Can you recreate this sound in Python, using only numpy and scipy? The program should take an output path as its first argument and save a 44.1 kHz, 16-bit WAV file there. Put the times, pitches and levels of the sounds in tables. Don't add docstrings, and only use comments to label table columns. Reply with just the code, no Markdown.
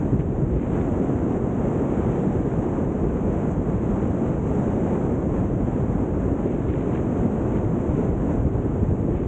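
import sys
import numpy as np
from scipy import signal
from scipy.fft import rfft, irfft, next_fast_len
from scipy.io import wavfile
from scipy.ndimage import uniform_filter1d

SR = 44100
rng = np.random.default_rng(int(sys.argv[2]) if len(sys.argv) > 2 else 0)


def waveform_to_disk(signal):
    frames = np.transpose(np.atleast_2d(signal))
    scaled = np.clip(frames, -1, 1) * 32767
    samples = np.round(scaled).astype(np.int16)
    wavfile.write(sys.argv[1], SR, samples)


N = 408807
TIME = np.arange(N) / SR

# time_s, change_db
AIRFLOW = [(0.0, 0.2), (0.12, -2.0), (0.28, -5.5), (0.36, -3), (0.6, -4.5), (0.76, 2), (0.88, 1.2),
           (1.0, 1.8), (1.28, -0.2), (1.32, 2.3), (1.4, -1.6), (1.72, 3), (1.8, 1.6), (2.2, 2.5),
           (2.28, -0.2), (2.36, 1.8), (2.4, 0.4), (2.84, 1), (2.88, -2.4), (3.0, 0.5), (3.08, -1.5),
           (3.32, 1), (3.52, 0.7), (3.6, -2), (3.72, 0), (3.8, -1.7), (3.84, 1.0), (4.28, 1), (4.4, -1.4),
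           (4.48, 1.3), (4.92, 2.7), (5.24, -1.2), (5.4, 1.5), (5.48, -2), (5.8, -0.0), (5.88, -1.5),
           (6.04, -0.3), (6.12, -3.5), (6.2, -0.4), (6.68, -1.9), (7.0, 1.0), (7.08, -0.5), (7.2, 2.2),
           (7.28, -1), (7.48, 0.6), (7.72, -0.3), (8.04, 1.8), (8.12, -2.9), (8.32, 2), (8.48, -4),
           (8.84, -2), (9.21, -4.5)]
# time_s, level_db
RUMBLE_LEVELS = [(0.0, -29.5), (0.56, -26.5), (0.61, -33), (0.7, -28), (1.8, -32), (2.1, -27),
                 (2.22, -35.5), (2.35, -27), (2.7, -32), (3.05, -28.5), (4.1, -27.5), (4.23, -37),
                 (4.33, -27.5), (4.75, -30.5), (5.4, -28.5), (6.3, -27), (6.4, -34.5), (6.55, -28),
                 (7.1, -28.5), (8.9, -27), (9.2, -26.5)]
# peak_s, level_db
THUMPS = [(0.135, -20), (0.197, -24), (0.445, -22.5), (0.555, -21), (1.136, -24.5), (3.041, -22),
          (3.584, -24), (5.267, -22), (5.435, -18.5), (5.542, -22), (5.817, -20), (6.314, -17.5),
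          (6.65, -30), (7.659, -23), (8.092, -22.5), (8.395, -27.5), (8.454, -22.5), (8.54, -21.5),
          (8.755, -26), (8.833, -22), (8.913, -24)]
# peak_s, level_db
ROAR_SURGES = [(0.141, -22.5), (1.036, -25), (1.266, -26.5), (1.812, -25), (2.258, -22.5), (2.461, -24),
               (3.05, -24.5), (4.231, -29), (4.674, -24), (4.939, -22.5), (6.464, -21.5), (7.008, -27),
               (7.248, -19.5), (7.995, -24.5), (8.248, -23), (8.39, -28.5), (8.92, -23), (9.09, -22)]
# peak_s, level_db, rise_s, fall_s
HISS_SPURTS = [(3.52, -64, 0.025, .022), (4.55, -66.5, 0.13, .14)]
# peak_s, level_db, rise_s, fall_s
SWISHES = [(0.09, -67, .04, .025), (0.204, -47.5, 0.0068, 0.0088), (0.6, -55.5, 0.085, 0.06),
           (0.79, -57, 0.09, .022), (1.1, -62, .12, 0.14), (2.10, -56.5, 0.19, 0.25), (3.32, -57, .02, .03),
           (6.46, -55, 0.023, 0.22), (6.686, -52, .004, .022), (6.77, -55, 0.025, .1),
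           (6.958, -49.5, 0.026, 0.031), (7.565, -51, 0.03, 0.025), (7.98, -57.5, .12, 0.14),
           (9.17, -54.5, 0.04, 0.11)]
# peak_s, level_db
FLAPS = [(0.202, -46.5), (0.209, -52), (0.632, -47), (0.815, -42), (6.525, -50), (6.739, -43), (6.96, -49),
         (7.572, -50), (7.648, -46)]

# frequency_hz, relative_level_db
RUMBLE_TONE = [(5, -31), (14, -22.5), (20, -15.5), (30, -7.5), (50, 2.5), (95, 2.5), (135, -2), (200, -23),
               (500, -55), (1500, -100)]
THUMP_TONE = [(15, -28.5), (30, -12), (55, -1.5), (95, 2), (135, 1.5), (200, -16), (500, -48), (1500, -100)]
ROAR_TONE = [(30, -39), (85, -13.5), (130, -1), (200, 0.5), (300, -2), (400, -5), (520, -13.5),
             (750, -29.5), (1500, -51), (4000, -100)]
RUSH_TONE = [(100, -27.5), (300, -2), (480, 3.5), (700, -1), (1000, -7.5), (1500, -16), (2000, -22),
             (2600, -28), (3200, -35), (3900, -43.5), (4350, -53), (5000, -55), (6500, -64.5),
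             (10000, -100)]
HISS_TONE = [(3500, -43), (4900, -25.5), (5350, -16.5), (5800, -8), (6400, -1.5), (7000, 0.5), (7600, -2.5),
             (8200, -8.5), (8700, -17), (9200, -29), (9700, -55)]
SWISH_TONE = [(500, -28), (1300, 4.5), (2200, 5.5), (3000, -3), (3700, -12), (4400, -26.5), (5500, -36),
              (9000, -47)]
FLAP_TONE = [(600, -27), (1400, 1), (2200, 4.5), (2900, -5), (3600, -15), (4400, -37), (9000, -56)]

ROAR_DB, ROAR_SLOPE = -24, 0.42
RUSH_DB, RUSH_SLOPE = -33.5, 0.95
HISS_DB, HISS_SLOPE = -64.6, 0.97


def gain_of(db):
    return 10 ** (np.asarray(db) / 20)


def unit_strength(sound):
    return sound / np.sqrt(np.mean(sound ** 2) + 1e-20)


def follow(points):
    return np.interp(TIME, *np.transpose(points))


def with_tone(sound, tone):
    size = next_fast_len(N)
    hz = np.fft.rfftfreq(size, 1 / SR)
    tone_hz, tone_db = np.transpose(tone)
    shape_db = np.interp(np.log(hz + 1), np.log(tone_hz + 1), tone_db)
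    return unit_strength(irfft(rfft(sound, size) * gain_of(shape_db), size)[:N])


def wobble(rate_hz):
    size = next_fast_len(N)
    hz = np.fft.rfftfreq(size, 1 / SR)
    spectrum = rfft(rng.standard_normal(size)) / (1 + (hz / rate_hz) ** 2)
    return unit_strength(irfft(spectrum, size)[:N])


def swirls(tone, wobble_db, wobble_hz, steady_s):
    bursts = rng.standard_normal(N) * gain_of(wobble_db * wobble(wobble_hz))
    air = with_tone(bursts, tone)
    span = max(int(steady_s * SR), 1)
    local_power = uniform_filter1d(uniform_filter1d(air ** 2, span), span)
    return air / np.sqrt(abs(local_power) + 1e-12)


def bell(peak_s, width_s):
    return np.exp(-0.5 * ((TIME - peak_s) / width_s) ** 2)


def bumps(events, width_s):
    return sum(gain_of(level_db) * bell(peak_s, width_s) for peak_s, level_db in events)


def swells(events):
    return sum(gain_of(level_db) * bell(peak_s, np.where(TIME < peak_s, rise_s, fall_s))
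               for peak_s, level_db, rise_s, fall_s in events)


def rumble_and_thumps():
    rumble = swirls(RUMBLE_TONE, wobble_db=2.0, wobble_hz=11, steady_s=0.2)
    thump = swirls(THUMP_TONE, wobble_db=-4.0, wobble_hz=20, steady_s=0.043)
    return gain_of(follow(RUMBLE_LEVELS)) * rumble + bumps(THUMPS, width_s=0.018) * thump


def roar(flow_db):
    wake = swirls(ROAR_TONE, wobble_db=1.13, wobble_hz=30, steady_s=0.14)
    surge = swirls(ROAR_TONE, wobble_db=4.5, wobble_hz=30, steady_s=0.013)
    level_db = ROAR_DB + ROAR_SLOPE * flow_db
    return gain_of(level_db) * wake + bumps(ROAR_SURGES, width_s=0.018) * surge


def rush(flow_db, gusts):
    air = swirls(RUSH_TONE, wobble_db=0.72, wobble_hz=140, steady_s=0.083)
    level_db = RUSH_DB + RUSH_SLOPE * flow_db + 0.38 * gusts
    return gain_of(level_db) * air


def hiss(flow_db, gusts):
    air = swirls(HISS_TONE, wobble_db=0.6, wobble_hz=120, steady_s=0.15)
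    level_db = HISS_DB + HISS_SLOPE * flow_db + 0.4 * gusts
    return np.hypot(gain_of(level_db), swells(HISS_SPURTS)) * air


def swishes():
    return swells(SWISHES) * swirls(SWISH_TONE, wobble_db=4.5, wobble_hz=260, steady_s=0.02)


def flaps():
    snap = swirls(FLAP_TONE, wobble_db=4.0, wobble_hz=150, steady_s=0.006)
    return bumps(FLAPS, width_s=0.0022) * snap


def scene():
    flow_db = follow(AIRFLOW)
    gusts = wobble(rate_hz=14)
    wind = rumble_and_thumps() + roar(flow_db) + rush(flow_db, gusts) + hiss(flow_db, gusts)
    return (wind + swishes() + flaps())[None]


def record(dry):
    cutoff_hz = 9500
    low_pass = signal.firwin(511, cutoff_hz, window=("kaiser", 9), fs=SR)
    return signal.oaconvolve(dry, low_pass[None], "same")


dry = scene()
out = record(dry)
waveform_to_disk(out)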